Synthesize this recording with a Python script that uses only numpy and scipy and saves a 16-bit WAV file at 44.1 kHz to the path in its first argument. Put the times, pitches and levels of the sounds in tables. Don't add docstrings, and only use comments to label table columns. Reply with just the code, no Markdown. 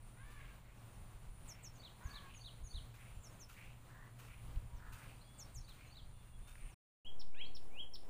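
import sys
import numpy as np
from scipy import signal
from scipy.fft import rfft, irfft
from scipy.io import wavfile
from scipy.ndimage import uniform_filter1d

SR = 44100
rng = np.random.default_rng(int(sys.argv[2]) if len(sys.argv) > 2 else 0)


def store_wav(level_fs):
    pcm = np.round(np.clip(np.atleast_2d(level_fs), -1, 1) * 32767)
    wavfile.write(sys.argv[1], SR, pcm.T.astype(np.int16))


def magnitude_from_level(level_db):
    exponent = np.asarray(level_db, float) / 20
    return 10 ** exponent


N = 356769
STOP_S, RESTART_S = 6.745, 7.048


def evened(x):
    return x / np.sqrt(np.mean(x ** 2) + 1e-20)


def add(mix, s, sound):
    part = mix[round(s * SR):][:len(sound)]
    part += sound[:len(part)]


def columns(rows, t=None):
    s, *cols = np.transpose(rows)
    t = np.arange(s[0], s[-1], 1 / SR) if t is None else t
    return [np.interp(t, s, c) for c in cols]


def coloured(x, points):
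    f, db = np.transpose(points)
    hz = np.fft.rfftfreq(len(x), 1 / SR)
    curve_db = np.interp(np.log(hz + 1), np.log(f + 1), db)
    return irfft(rfft(x) * magnitude_from_level(curve_db), len(x))


def resonate(x, hz, width):
    turn = np.exp(2j * np.pi * np.cumsum(hz * np.ones(len(x))) / SR)
    r = np.exp(-np.pi * width / SR)
    smooth = signal.lfilter([(1 - r) ** 2], [1, -2 * r, r * r], x / turn)
    return 2 * (turn * smooth).real


def wander(size, hz):
    noise = rng.standard_normal(size + SR)
    return evened(signal.lfilter(*signal.butter(2, hz, fs=SR), noise)[SR:])


def foliage(x, t60, wet_db):
    t = np.arange(SR // 2) / SR
    hits = rng.choice([-1., 1.], len(t)) * (rng.random(len(t)) < .05)
    tail = hits * magnitude_from_level(-60 * t / t60) * (t > .004)
    return x + magnitude_from_level(wet_db) * signal.oaconvolve(x, tail / np.linalg.norm(tail))[:N]


def echoed(x, lag_s, db):
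    lag = round(lag_s * SR)
    return x + magnitude_from_level(db) * np.r_[np.zeros(lag), x[:-lag]]


def whistle(hz, db, second_db=-200, third_db=-200):
    phase = 2 * np.pi * np.cumsum(uniform_filter1d(hz, size=100)) / SR
    partials = enumerate([db, second_db, third_db], 1)
    tone = sum(magnitude_from_level(level) * np.sin(k * phase) for k, level in partials)
    return np.sqrt(2) * tone * signal.windows.tukey(len(hz), min(1, 260 / len(hz)))


def sing(shapes, times, second_db=-60, third_db=-60):
    pivot_hz = 4400
    overtone_db_per_octave = 38
    out = np.zeros(N)
    bends = 1 + 0.0018 * rng.standard_normal(len(times))
    for (s, level_db, *span), bend in zip(times, bends):
        for shape in shapes:
            hz, db = columns(shape)
            if span:
                hz = pivot_hz + span[0] * (hz - pivot_hz)
            overtone_db = db + overtone_db_per_octave * np.log2(hz / hz.max())
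            note = whistle(bend * hz, db, overtone_db + second_db, overtone_db + third_db)
            add(out, s + shape[0][0], magnitude_from_level(level_db) * note)
    return out


# f/Hz, relative level/dB
AIR_SPECTRUM = [(20, -27), (60, -8), (130, -2.5), (240, -11), (400, -17), (600, -16), (1100, -17),
                (1800, -24), (2300, -23.5), (4200, -30), (5200, -36), (7000, -33.5), (9200, -30),
                (10700, -39), (15500, -37)]
AIR_AFTER_SPECTRUM = [(12, -2), (30, 8.5), (70, 0), (113, -4.5), (400, -10.5), (820, -13.5), (1100, -18.5),
                      (1380, -25), (2540, -27.5), (3200, -28), (4000, -36.5), (6000, -36), (7500, -32.5),
                      (9860, -39), (11000, -42.5), (15500, -39)]
# t/s, mean level/dB
AIR_LEVEL = [(0, -66), (.8, -65), (3.3, -64.5), (3.9, -65.5), (5.3, -64.5), (6.1, -67.5), (6.75, -66.5)]
# t/s, gain/dB
AFTER_SWELL = [(7.05, -4.5), (7.3, -5.5), (7.7, -2), (8.09, -2.5)]


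def air(points, db):
    noise = coloured(rng.standard_normal(N), points)
    above = signal.sosfilt(signal.butter(4, 150, "high", fs=SR, output="sos"), noise)
    return magnitude_from_level(db + 1.58 * wander(N, 4.5)) * noise / np.std(above)


# t/s, level/dB
HUM_LEVEL = [(0, -62), (4.4, -59.5), (5.2, -62.5), (6.75, -64.5)]
# centre t/s, peak level/dB (of the force), half length to 1/e/s
PUFFS = [(.36, -58, .12), (1.02, -48, .06), (1.16, -55, .025), (1.31, -50, .035), (1.43, -54, .035),
         (2.19, -53, .08), (2.63, -49, .035), (2.76, -47, .04), (2.88, -55, .08), (3.16, -49, .035),
         (4.46, -51, .09), (4.565, -42, .03), (4.64, -48, .04), (4.74, -50, .035), (4.9, -56, .08),
         (5.62, -53, .06), (5.86, -55, .05), (6.1, -55, .12), (6.4, -54, .04), (6.64, -49, .07)]
# centre t/s, peak level/dB, width/s
THUMPS = [(2.06, -36, 0.0042), (4.574, -32.5, .007)]


def low_air_and_hum(t):
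    hum_hz, breeze_db, lump_db, lump_hz = 116, -58.5, 3, 8
    lumps = coloured(rng.standard_normal(N), [(3, -20), (15, 2), (30, 2), (60, -5), (110, -13),
                                              (200, -26), (400, -55), (1000, -90)])
    force = magnitude_from_level(breeze_db + lump_db * wander(N, lump_hz))
    force = force + sum(magnitude_from_level(db) * np.exp(-((t - s) / half) ** 2) for s, db, half in PUFFS)
    thumps = np.zeros(N)
    for s, db, width in THUMPS:
        x = (t - s) / width
        thumps -= magnitude_from_level(db) * 2.35 * x * np.exp(-x ** 2)
    hum = np.sin(2 * np.pi * np.cumsum(hum_hz + 3.58 * wander(N, 6.3)) / SR)
    hum = hum * (1 + 0.35 * wander(N, 12))
    return thumps + force * evened(lumps) + magnitude_from_level(columns(HUM_LEVEL, t)[0]) * evened(hum)


# t/s, length/s, first level/dB, last level/dB (before waver), centre f/Hz
INSECT_BOUTS = [(0, 0.6, -73, -79, 9660), (0.69, 0.85, -78.5, -72.5, 9500), (1.893, 0.98, -80, -70, 9640),
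                (2.98, 1.5, -73.5, -91, 9440), (3.956, 0.54, -85, -74, 9600), (4.546, 0.21, -80, -76, 9350),
                (4.9, 1.06, -75.5, -77, 9250), (6.005, 0.74, -78.5, -71.5, 9270),
                (7.107, 0.97, -84.5, -77.5, 9655)]


def insects(t):
    rest_db, edge_s, waver_db, drift_hz = -87.5, 0.1, 1.5, 120
    thin_hz, thin_db = 7190, -88
    starts, _, _, _, centres = np.transpose(INSECT_BOUTS)
    level = np.full(N, magnitude_from_level(rest_db))
    for s, length, first_db, last_db, _ in INSECT_BOUTS:
        edges = np.clip(np.minimum(t - s, s + length - t) / edge_s + .5, 0, 1)
        bout = edges * magnitude_from_level(first_db + (last_db - first_db) * (t - s) / length)
        level = np.maximum(level, bout)
    latest = np.maximum(np.searchsorted(starts, t) - 1, 0)
    hz = uniform_filter1d(centres[latest], size=4000) + drift_hz * wander(N, 2)
    turns = np.cumsum(140 * (1 + 0.064 * wander(N, 2.7))) / SR
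    gate = np.exp(-(turns % 1) / 0.43)
    buzz = evened(resonate((0.5 + gate) * rng.standard_normal(N), hz, 900))
    thin = evened(resonate(rng.standard_normal(N), thin_hz, 300))
    return level * magnitude_from_level(waver_db * wander(N, 4.44)) * buzz + magnitude_from_level(thin_db) * thin


# t/s, gain/dB on the notes
FLOCK_GAIN = [(0, -106), (4.9, -100), (5.15, -86), (5.4, -84), (5.55, -87), (6.0, -87), (6.3, -97),
              (6.75, -94)]


def twitter(t):
    out, u = np.zeros(N), np.arange(600) / SR
    draws = rng.random((450, 4)) * [STOP_S, 700, 2, 6] + [-0.5, 4014, 0.0, 1.0]
    for s, hz, bend, db in draws:
        base_hz = 4200 if hz < 4350 else 4650
        glide_hz = base_hz + 0.5 * (hz % 350 - 175) + 12000 * bend * u
        add(out, s, whistle(glide_hz, db) * np.hanning(len(u)))
    flicker = 1 + .8 * wander(N, 120)
    return foliage(magnitude_from_level(columns(FLOCK_GAIN, t)[0]) * out * flicker, .25, -2)


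# t/s, length/s, second-partial f/Hz before scoop and sag, level/dB before the envelope
# and the final gain, brightness/(dB per octave)
CAWS = [(.165, 0.27, 1294, -62.5, 2.5), (0.422, .11, 1249, -65, 5), (2.0, 0.29, 1269, -59.5, -4)]
# f/Hz, level/dB
CROW_THROAT = [(500, -40), (950, 3.5), (1200, 1.5), (1650, 4.5), (2250, -1), (2800, -11.5), (3500, -10.5),
               (4200, -20)]


def crow():
    scoop_depth, scoop_share, sag_depth = 0.3, .3, .17
    start_db, end_db = -2, -1.5
    hoarse, throb, jitter = 0.42, .35, .022
    out = np.zeros(N)
    for s, length, top_hz, level_db, tilt in CAWS:
        t = np.arange(round(length * SR)) / SR
        n = len(t)
        scoop, sag = np.exp(-t / (scoop_share * length)), (t / length) ** 2.5
        hz = top_hz * (1 - scoop_depth * scoop - sag_depth * sag)
        db = level_db + start_db * scoop + end_db * sag
        turns = np.cumsum(hz / 2 * (1 + jitter * wander(n, 160))) / SR
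        folds = sum(np.cos(2 * np.pi * k * turns) for k in range(1, 9)) * (1 + throb * wander(n, 90))
        rough = np.exp(-(turns % 1) / 0.097) * (1 + wander(n, 560))
        drive = (1 - hoarse) * evened(folds) + hoarse * evened(rough)
        throat = [(f, level + tilt * np.log2(f / 1400)) for f, level in CROW_THROAT]
        voice = evened(coloured(drive, throat))
        add(out, s, magnitude_from_level(db) * voice * signal.windows.tukey(n, .1))
    return foliage(magnitude_from_level(-2) * out, .3, -4)


# t/s, length/s, throat from f/Hz, to f/Hz, starting level/dB
RASPS = [(3.879, .23, 1520, 1860, -66.5), (4.785, .28, 1618, 1449, -65)]


def rasps():
    jitter, width_hz, low_width_hz, low_db = .2, 700, 300, -7
    air_noise, stutter_db, stutter_hz = .4, 1.5, 90
    out = np.zeros(N)
    for s, length, from_hz, to_hz, db in RASPS:
        u = np.arange(round(length * SR)) / (length * SR)
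        n = len(u)
        hz = from_hz + (to_hz - from_hz) * np.sqrt(u)
        turns = np.cumsum(hz / 3 * (1 + jitter * wander(n, 200))) / SR
        ragged = 1 + .6 * wander(n, 300) + air_noise * rng.standard_normal(n)
        drive = np.exp(-(turns % 1) / 0.13) * ragged
        drive = drive * magnitude_from_level(stutter_db * wander(n, stutter_hz))
        voice = resonate(drive, hz, width_hz)
        voice = voice + magnitude_from_level(low_db) * resonate(drive, hz * 2 / 3, low_width_hz)
        voice = evened(coloured(voice, [(600, -30), (900, 2.5), (2000, 1.5), (2600, -23)]))
        add(out, s, magnitude_from_level(db - 2.5 * u) * voice * signal.windows.tukey(n, .16))
    return foliage(out, .3, -3)


# t/s, heel level/dB, gravel level/dB (before their envelopes), delay of the gravel/s
STEPS = [(0.299, -63, -65.5, 0.11), (0.641, -83, -73, 0.04), (1.45, -64.5, -68, 0.081),
         (2.081, -61, -66, 0.21), (2.935, -60, -67, 0.098), (3.485, -56, -63, 0.12),
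         (4.185, -57, -66.5, 0.12), (4.92, -54, -66.5, 0.12), (5.68, -59, -67.5, 0.14),
         (6.47, -59, -67.5, 0.15)]
# f/Hz, relative level/dB
HEEL_SPECTRUM = [(300, -23.5), (1400, 3.5), (2000, -6.5), (2600, 2), (3300, -6.5), (5000, -10.5),
                 (8000, -9.5), (12000, -13), (15500, -14.5)]
# t/s, level/dB before the decay, centre f/Hz
SNAPS = [(1.734, -75, 2170), (1.7579, -62, 6560), (1.9194, -59, 1230), (2.2744, -61.5, 1730),
         (2.2944, -76, 2360), (4.2844, -53, 1880), (4.5592, -58, 2700), (5.0583, -56, 2360),
         (5.8094, -60, 2200), (6.5546, -52, 1600)]


def steps():
    out, t = np.zeros(N), np.arange(round(.45 * SR)) / SR
    n = len(t)
    for s, heel_db, gravel_db, delay in STEPS:
        hiss = evened(coloured(rng.standard_normal(n), HEEL_SPECTRUM))
        decay = 0.7 * np.exp(-t / 0.0081) + .5 * np.exp(-t / 0.13)
        heel = hiss * np.minimum(t / 0.014, 1) * magnitude_from_level(1.2 * wander(n, 80)) * decay
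        sizes = magnitude_from_level(1.8 * np.minimum(rng.exponential(1, n), 3))
        grains = sizes * (rng.random(n) < 1300 / SR) * rng.choice([-1., 1.], n)
        roll = np.exp(-((t - delay) / np.where(t < delay, .05, .12)) ** 2)
        crunch = evened(resonate(grains, 1900 + 3000 * t, 950))
        gravel = crunch * roll * magnitude_from_level(2.3 * wander(n, 30))
        add(out, s, magnitude_from_level(heel_db) * heel + magnitude_from_level(gravel_db) * gravel)
    t = t[:400]
    for s, db, hz in SNAPS:
        ring = evened(resonate(rng.standard_normal(len(t)), hz, 0.73 * hz))
        add(out, s, magnitude_from_level(db) * ring * np.exp(-t / 0.0028))
    return out


# t/s, length/s, from f/Hz, to f/Hz, level/dB at mid-note before flutter
WHISTLES = [(3.136, 0.18, 7350, 7200, -80), (3.264, .09, 7150, 6300, -79), (5.237, 0.19, 3310, 3504, -76),
            (5.4, 0.015, 4150, 4250, -76), (5.6, .025, 4200, 4200, -78), (5.21, .025, 4200, 4210, -76),
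            (5.19, .05, 4040, 4020, -80), (5.43, .025, 4230, 4230, -78), (4.69, .14, 960, 950, -74.5),
            (6.2, .03, 3300, 3320, -79), (5.61, .03, 3990, 3960, -81), (5.47, .04, 3830, 3900, -81),
            (5.87, 0.049, 4120, 4220, -74), (6.13, 0.14, 3470, 3550, -80.5), (6.1, 0.27, 2850, 2770, -85),
            (6.325, .05, 3370, 3350, -78), (6.42, 0.12, 3520, 3670, -77), (7.344, 0.0107, 2100, 3000, -60),
            (7.442, 0.032, 3560, 4600, -65)]
# t/s, f/Hz, level/dB, overtone level/dB
SLIDE = [(7.342, 1400, -72, -90), (7.35, 1500, -73, -75), (7.398, 2000, -64.5, -67),
         (7.406, 2240, -57.5, -100), (7.42, 2690, -53.5, -110), (7.44, 3150, -67, -110)]


def single_glides():
    ends_db, flutter_db = -2.5, 2.2
    out = np.zeros(N)
    for s, length, from_hz, to_hz, db in WHISTLES:
        u = np.arange(round(length * SR)) / (length * SR)
        level_db = db + ends_db * (2 * u - 1) ** 2 + flutter_db * wander(len(u), 59.8)
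        add(out, s, whistle(from_hz + (to_hz - from_hz) * u, level_db))
    add(out, SLIDE[0][0], whistle(*columns(SLIDE)))
    return out


# t after the start/s,
# f/Hz before span and detuning, level/dB before the gain
PHRASE_SHAPES = [
    [(.01, 6230, -81), (.022, 6860, -76), (.035, 6690, -72), (.045, 6440, -71), (.053, 5920, -64.5)],
    [(.064, 4200, -74.5), (.075, 4480, -81.5), (.086, 4670, -67), (.094, 4320, -63.5), (.099, 4580, -80.5),
     (.108, 4600, -64.5)],
    [(.108, 3430, -63.5), (.113, 3490, -77.5), (.118, 3800, -68), (.125, 3880, -53.5)],
    [(.126, 4670, -73.5), (.135, 4100, -57.5), (.145, 3586, -63), (.157, 3280, -65), (.17, 2800, -67)],
]
# t/s, gain/dB, pitch span as a share of the shape
PHRASES = [(1.716, 3, 1.), (2.024, 5.5, 0.93), (2.327, 5.5, 1.), (2.624, 6, 0.97), (5.559, -3, .85),
           (5.837, 0, 0.88)]
# t/s, gain/dB
ARCHES = [(1.723, 0), (2.024, 5.5), (2.329, 7.5), (2.626, 9), (5.565, 0), (5.84, -5)]


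def phrases():
    return sing(PHRASE_SHAPES[1:], PHRASES) + sing(PHRASE_SHAPES[:1], ARCHES)


# t after the start/s, f/Hz at full depth, level/dB before the gain
CHIP_SHAPE = [(.005, 7270, -95), (.012, 8700, -69), (.02, 7380, -66.5), (.03, 6630, -61), (.04, 5960, -64),
              (.05, 5520, -65.5), (.058, 5400, -60.5), (.065, 5150, -88)]
# t/s, gain/dB, depth of the fall as a share of the shape
CHIPS = [(.739, -21, .8), (.906, -24, 0.91), (1.465, 4.5, 0.99), (1.619, 3.5, 0.92), (3.217, -2, 0.85),
         (3.385, 1, 0.66), (4.735, -18, 0.62), (5.37, 4.5, 1.), (5.53, 2, 0.98), (6.679, -18.5, 0.87)]


def chips():
    out = np.zeros(N)
    hz, db = columns(CHIP_SHAPE)
    for s, level_db, depth in CHIPS:
        fall_hz = hz[-1] + depth * (hz - hz[-1])
        add(out, s + CHIP_SHAPE[0][0], magnitude_from_level(level_db) * whistle(fall_hz, db, db - 17.5))
    return foliage(echoed(out, 0.0055, -1.8), 0.15, -9.5)


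# t after the start/s,
# f/Hz before detuning, level/dB before the gain
RISE_SHAPE = [(.01, 2186, -82), (.04, 2330, -69), (.07, 2530, -61.5), (.1, 2940, -50.5), (.113, 3230, -44),
              (.12, 3300, -46), (.128, 3300, -53), (.138, 3260, -50.5), (.146, 3120, -49), (.15, 3080, -63)]
TICK_SHAPE = [(.005, 5590, -57), (.012, 5360, -53), (.017, 5170, -56), (.021, 4810, -58.5),
              (.025, 4250, -57), (.028, 3500, -56), (.031, 2940, -63.5), (.034, 2750, -82)]
# t/s, gain/dB
RISES = [(7.69, -1), (7.304, -3), (6.958, -8.5)]
TICKS = [(7.93, 1.9), (7.189, -1.7), (7.542, -1.5)]


def near_bird():
    ticks = sing([TICK_SHAPE], TICKS, second_db=-28.0, third_db=-13)
    return foliage(sing([RISE_SHAPE], RISES) + echoed(ticks, .011, -10.5), 0.32, -6)


def scene():
    t = np.arange(N) / SR
    before = air(AIR_SPECTRUM, columns(AIR_LEVEL, t)[0]) + low_air_and_hum(t)
    before = before + twitter(t) + crow() + rasps() + steps()
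    after = air(AIR_AFTER_SPECTRUM, -61.5 + columns(AFTER_SWELL, t)[0])
    calls = foliage(phrases() + single_glides(), 0.46, -5.0) + chips() + near_bird()
    return (np.where(t < STOP_S, before, after) + insects(t) + calls)[None]


def low_pass(x):
    return signal.sosfilt(signal.butter(12, 16730, fs=SR, output="sos"), x)


# f/Hz, level/dB
MIC_RESPONSE = [(20, -2), (12000, 0.5), (14000, 2.5), (15100, 9.5), (15450, -6), (15550, -64)]


def record(dry):
    t = np.arange(N) / SR
    on = np.clip((STOP_S - t) / .004, 0, 1) + np.clip((t - RESTART_S) / .001, 0, 1)
    since = np.maximum(t - RESTART_S, 0)
    offset = -.052 * (np.exp(-since / .6) - np.exp(-since / .1))
    mix = coloured(dry[0], MIC_RESPONSE)[None] * on + offset
    return low_pass(mix)


dry = scene()
out = record(dry)
store_wav(out)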